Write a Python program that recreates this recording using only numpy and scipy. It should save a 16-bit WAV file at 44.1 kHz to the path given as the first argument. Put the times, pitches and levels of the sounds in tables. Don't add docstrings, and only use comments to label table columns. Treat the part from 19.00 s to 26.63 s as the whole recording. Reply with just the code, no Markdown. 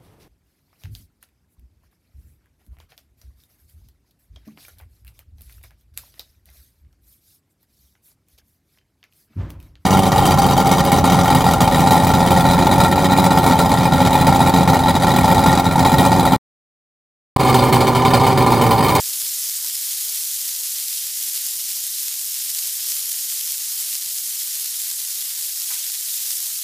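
import sys
import numpy as np
from scipy import signal
from scipy.fft import rfft, irfft, next_fast_len
from scipy.io import wavfile

SR = 44100
rng = np.random.default_rng(int(sys.argv[2]) if len(sys.argv) > 2 else 0)


def gain_from_decibels(decibels):
    exponent = np.asarray(decibels, float) / 20
    return 10 ** exponent


def unload_wav(signal):
    wavfile.write(
        sys.argv[1],
        SR,
        np.round(np.clip(np.atleast_2d(signal).T, -1, 1) * 32767).astype(np.int16),
    )


N = 336483

# frequency_hz, level_db (per Hz)
STEAM_SPECTRUM = [(180, -45), (350, -38.5), (600, -32.5), (1100, -24.5), (1700, -17), (2500, -12.5),
                  (3200, -7), (4000, -5), (5000, -2), (6800, -0.5), (9000, -0.4), (11800, .5),
                  (13500, -0.5), (15500, -4)]
# centre_s, change_db, length_s
FLAME_DRAUGHTS = [
    (.4, -2, .4),
    (1.3, -5, 0.21),
    (1.9, -7, 0.2),
    (2.42, -4, .08),
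    (2.92, -5, .16),
    (3.39, -6, 0.11),
    (5.1, -5.5, .3),
    (5.53, -7, 0.13),
    (6.44, -4, 0.19),
    (7.09, -4, .12),
]


def rms_one(x):
    return x / np.sqrt(np.mean(x ** 2) + 1e-20)


def at_hz(points, hz):
    point_hz, point_db = np.array(points)[:, 0], np.array(points)[:, 1]
    return gain_from_decibels(np.interp(np.log(hz + 1), np.log(point_hz), point_db))


def coloured(x, spectrum):
    size = next_fast_len(N + 4096)
    gain = at_hz(spectrum, np.fft.rfftfreq(size, 1 / SR))
    return irfft(rfft(x, size) * gain, size)[:N]


def filtered(x, order, hz, kind):
    return signal.sosfilt(signal.butter(order, hz, kind, fs=SR, output="sos"), x)


def drift(rate_hz):
    r = np.exp(-2 * np.pi * rate_hz / SR)
    noise = rng.standard_normal(N + SR)
    return rms_one(signal.lfilter([1], [1, -2 * r, r * r], noise)[SR:])


def swells(rows):
    t = np.arange(N) / SR
    return sum(db * np.exp(-(2 * (t - s) / length) ** 2) for s, db, length in rows)


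def ring(clicks, hz, t60):
    r, w = gain_from_decibels(-60 / (t60 * SR)), 2 * np.pi * hz / SR
    return signal.lfilter([0, np.sin(w)], [1, -2 * r * np.cos(w), r * r], clicks + 1e-18)


def patchy(x, patch_db=1.01, per_s=13.0):
    size = next_fast_len(N)
    spectrum = rfft(x, size)
    band = (np.fft.rfftfreq(size, 1 / SR) // 700).astype(int)
    out = np.zeros(N)
    for k in range(23):
        out += gain_from_decibels(patch_db * drift(per_s)) * irfft(spectrum * (band == k), size)[:N]
    return out


def burst(centre_hz, echo, echo_s, tilt_hz=4500, mid_hz=9500):
    hz = np.fft.rfftfreq(1024, 1 / SR)
    tilt = np.exp((centre_hz - mid_hz) / tilt_hz * (np.maximum(hz, 4500) - mid_hz) / 4000)
    pulse = irfft(at_hz(STEAM_SPECTRUM, hz) * tilt * (hz < 15600))
    bounce = irfft(rfft(pulse) * echo * np.exp(-2j * np.pi * hz * echo_s))
    centred = np.roll(pulse + bounce, 512)
    return -centred / pulse[0] * np.hanning(1024)


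def crackle(activity_db, per_s=3500, spread_db=3.5, size_db=-31, ceiling_db=-10.2):
    born = rng.random(N) < per_s * gain_from_decibels(activity_db) / SR
    sizes = gain_from_decibels(np.minimum(size_db + spread_db * rng.exponential(1, N), ceiling_db))
    dealt, out = rng.integers(0, 16, N), np.zeros(N)
    for k, (pitch, echo, lag) in enumerate(rng.random((16, 3))):
        centre_hz = 7200 + 4200 * (k + pitch) / 16
        shape = burst(centre_hz, 1.48 * (echo - .5), .0001 + 0.000673 * lag)
        out += signal.oaconvolve(born * sizes * (dealt == k), shape)[512:512 + N]
    return out


def fizz(per_s=1500, spread_db=0.0, cycles=53.0):
    born = rng.random(N) < per_s / SR
    sizes = gain_from_decibels(spread_db * np.minimum(rng.exponential(1, N), 4)) * born
    dealt, rings = rng.integers(0, 36, N), np.zeros(N)
    for k, hz in enumerate(np.geomspace(600, 15200, 36)):
        rings += hz * ring(sizes * (dealt == k), hz, cycles / hz)
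    hollow = filtered(rings, 2, 4000, "high")
    return rms_one(coloured(rings * 0.27 + hollow, STEAM_SPECTRUM))


def sizzle():
    # time_s, level_db
    heat = [
        (0.0, -24.5),
        (3.06, -26),
        (3.23, -26),
        (3.8, -25),
        (6.5, -26.5),
        (6.65, -26),
        (7.59, -25.5),
        (7.63, -27),
    ]
    # centre_s, change_db, length_s
    juice_surges = [(.22, 0.2, .1), (.64, -0.5, 0.22), (.89, .5, 0.09), (1.13, 0.5, .14), (1.34, 0, 0.066),
                    (1.58, -0.8, 0.28), (1.72, 0.5, 0.063), (1.95, 0.5, 0.092), (2.12, -2, 0.047),
                    (2.36, 1, .12), (2.87, 0.3, .1), (3.08, 0.5, 0.065), (3.28, -0.8, 0.11),
                    (3.57, 0.8, .1), (3.9, .9, 0.05), (4.58, -0.5, 0.15), (4.8, 1, 0.05), (5.01, -2, .09),
                    (5.65, 0.2, 0.25), (6.05, -0.5, 0.056), (6.34, -1, .1), (6.5, -1, .07),
                    (6.72, 1.6, 0.09), (6.9, 0, 0.059), (7.0, -0.8, .1), (7.14, 0.9, .07), (7.32, 1.1, .07),
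                    (7.55, -1.3, 0.073)]
    heat_s, heat_db = np.transpose(heat)
    level_db = np.interp(np.arange(N) / SR, heat_s, heat_db)
    surge_db = swells(juice_surges)
    spurts_db = 0.25 * drift(22) + .55 * drift(50)

    hiss = rms_one(patchy(coloured(rng.standard_normal(N), STEAM_SPECTRUM))) * gain_from_decibels(-29.5 + spurts_db)
    bed = hiss + crackle(2.4 * spurts_db + 1.1 * drift(25)) + gain_from_decibels(-36.5) * fizz()

    low = signal.sosfiltfilt(signal.butter(3, 4000, fs=SR, output="sos"), bed)
    wet = signal.sosfiltfilt(signal.butter(3, 1800, fs=SR, output="sos"), bed)
    mid_gain = gain_from_decibels(0.2 * surge_db + 1.26 * drift(16) + 0.12 * drift(2.3))
    wet_gain = gain_from_decibels(0.21 * surge_db + 0.17 * swells(FLAME_DRAUGHTS) + 0.58 * drift(4.5))
    return gain_from_decibels(level_db + surge_db + 27.5) * (bed - low + mid_gain * (low - wet) + wet_gain * wet)


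def burner(start_db=-67.5, sag_db_per_s=0.48):
    # frequency_hz, level_db (per Hz)
    rumble = [(20, -25), (45, -18), (70, 1), (110, -2), (185, 3), (230, -0.5), (300, 1.5), (400, -1),
              (500, -3.5), (650, -1), (850, -1), (1300, -71)]
    # frequency_hz, rms_db
    hum = [(59.2, -83.5)]
    t = np.arange(N) / SR
    level_db = start_db - sag_db_per_s * t + swells(FLAME_DRAUGHTS)
    out = rms_one(coloured(rng.standard_normal(N), rumble)) * gain_from_decibels(level_db + 0.56 * drift(15))
    for hz, db in hum:
        out += np.sqrt(2) * gain_from_decibels(db) * np.sin(2 * np.pi * hz * t)
    return out


def through_pan(x):
    # frequency_hz, width_hz, boost_db
    pan_sheen = [(445, 18, 6), (648, 24, 5), (763, 22, 5), (1010, 80, 2), (1200, 60, 2.4), (2000, 200, 1.1),
                 (3150, 300, 1), (5130, 140, 2), (6900, 500, .7), (8300, 300, .7)]
    hz = np.geomspace(100, 20000, 3000)
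    sheen_db = sum(db / (1 + (2 * (hz - peak_hz) / width) ** 2) for peak_hz, width, db in pan_sheen)
    return coloured(x, np.transpose([hz, sheen_db]))


def drops(per_s=60, size_db=-30, spread_db=4.0, fat_hz=5300, fat_spread_hz=220):
    # time_s, peak_db
    deep_bursts = [(0.1425, -21.2), (0.552, -17.1), (2.0697, -16.5), (2.3461, -21.8), (2.7033, -19.8),
                   (2.769, -19.5), (3.0827, -17.3), (3.3633, -17.4), (3.7947, -21.0), (3.8453, -20.7),
                   (3.9206, -16.3), (4.1198, -20.2), (4.1431, -18.3), (4.3229, -18.5), (4.3725, -20.0),
                   (4.4759, -19.6), (4.5452, -18.9), (4.8908, -21.4), (4.9537, -16), (5.1842, -16.4),
                   (5.4226, -21.2), (5.6581, -17.6), (5.9134, -19), (6.8656, -17.1), (6.9004, -16.8),
                   (7.3072, -19), (7.5901, -19.6)]
    out = np.zeros(N)
    for (s, db), chance in zip(deep_bursts, rng.standard_normal(len(deep_bursts))):
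        click = np.zeros(200)
        click[0] = -gain_from_decibels(db + 4)
        at = round(s * SR) - 3
        out[at:at + 200] += ring(click, fat_hz + fat_spread_hz * chance, .0011)
    for hz in np.geomspace(2600, 6200, 6):
        born = rng.random(N) < per_s / 6 / SR
        tail_db = spread_db * np.minimum(rng.exponential(1, N), 2.5)
        sizes = gain_from_decibels(size_db + tail_db + 9 * np.log2(hz / 5000))
        out -= ring(born * sizes, hz, 10.0 / hz)
    return filtered(out + 1e-18, 2, 1500, "high")


def bumps():
    # time_s, peak_db, pitch_hz
    stove_bumps = [(0.073, -56, 301), (0.679, -58, 423), (1.459, -58, 148), (1.699, -61, 339),
                   (2.06, -57, 178), (2.259, -62, 196), (2.552, -56, 196), (2.619, -60, 272),
                   (3.879, -63, 417), (4.229, -61, 374), (4.729, -59, 339), (5.349, -59, 266),
                   (5.609, -63, 178), (5.999, -60, 256), (7.0, -63, 288)]
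    out, t = np.zeros(N + 4000), np.arange(4000) / SR
    swell = (t / 0.0061) * np.exp(1 - t / 0.01)
    for (s, db, hz), chance in zip(stove_bumps, rng.standard_normal((len(stove_bumps), 4000))):
        at = round(s * SR)
        out[at:at + 4000] += gain_from_decibels(db - 11) * swell * rms_one(ring(chance, hz, .03))
    return out[:N]


def knocks():
    # time_s, peak_db, thud_db (relative), rattle_t60_s
    strikes = [
        (0.076, -53, -10, .05),
        (.644, -46, -22, 0.14),
        (.871, -44, -22, .04),
        (3.843, -46, -15, 0.04),
        (4.505, -47, -22, 0.032),
        (6.704, -39.5, -21, 0.29),
        (7.307, -48, -26, 0.026),
    ]
    # frequency_hz, level_db, t60_s
    pan_modes = [(800, -13, .02), (1025, -1, .022), (1265, -4, .02), (1540, 0, .03), (1800, -4, .02),
                 (2019, 0, .025), (2330, -2, .02), (2600, -4, .02)]
    out, t = np.zeros(N), np.arange(4000) / SR
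    contact, thud = np.zeros(N + 4000), np.zeros(N + 4000)
    for (s, db, thud_db, t60), chance in zip(strikes, rng.standard_normal((len(strikes), 4000))):
        at, touches = round(s * SR), gain_from_decibels(-60 * t / t60) * chance
        contact[at:at + 4000] += gain_from_decibels(db - 22.0) * touches
        thud[at:at + 4000] += gain_from_decibels(db + thud_db + 19) * touches
    for hz, level_db, t60 in pan_modes:
        out += gain_from_decibels(level_db) * ring(contact[:N], hz, t60)
    return filtered(out, 2, 750, "high") + filtered(thud[:N] + 1e-18, 2, [120, 650], "band")


def loud_pops():
    # time_s, peak_db, centre_hz
    lone_pops = [(0.0792, -6.9, 8500), (0.1735, -5.9, 8600), (0.2098, -6.9, 10400), (0.3593, -8.5, 11100),
                 (0.6728, -5.4, 9800), (1.0963, -6.4, 10400), (1.2509, -6.6, 9100), (1.3442, -5.0, 10700),
                 (1.5632, -6.8, 9100), (1.8, -6.4, 9400), (2.0679, -6.3, 11100), (2.2283, -5.5, 9700),
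                 (2.4661, -5.5, 11300), (3.0318, -5.9, 10000), (3.0827, -5.1, 7800), (3.5491, -3.3, 8600),
                 (3.586, -3.9, 8800), (3.9021, -6.2, 8700), (3.9206, -6.2, 6500), (4.4113, -5.6, 8800),
                 (4.4756, -6.0, 9600), (4.5216, -7.5, 9300), (4.9293, -5.2, 7400), (4.9537, -6.2, 8100),
                 (5.1842, -4.8, 8700), (5.8186, -4.0, 10200), (5.9134, -8.0, 7600), (6.4112, -7.4, 9700),
                 (7.1422, -7.7, 10600), (7.3072, -8, 7100)]
    out = np.zeros(N + 1024)
    for (s, db, hz), (echo, lag) in zip(lone_pops, rng.random((len(lone_pops), 2))):
        at = round(s * SR)
        pop = gain_from_decibels(db - .2) * burst(hz, .7 * (echo - .5), .0001 + .0004 * lag)
        out[at:at + 1024] += pop[:N + 1024 - at]
    return out[512:512 + N]


def scene():
    mono = through_pan(sizzle() + burner()) + loud_pops() + drops() + knocks() + bumps()
    return np.stack([mono, mono])


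def top_cut(x):
    return signal.sosfilt(signal.butter(12, 16780, fs=SR, output="sos"), x)


def record(dry):
    size = next_fast_len(N + 4096)
    passed = np.fft.rfftfreq(size, 1 / SR) < 15530
    cut = irfft(rfft(dry, size) * passed, size)[:, :N]
    return top_cut(cut)


dry = scene()
out = record(dry)
unload_wav(out)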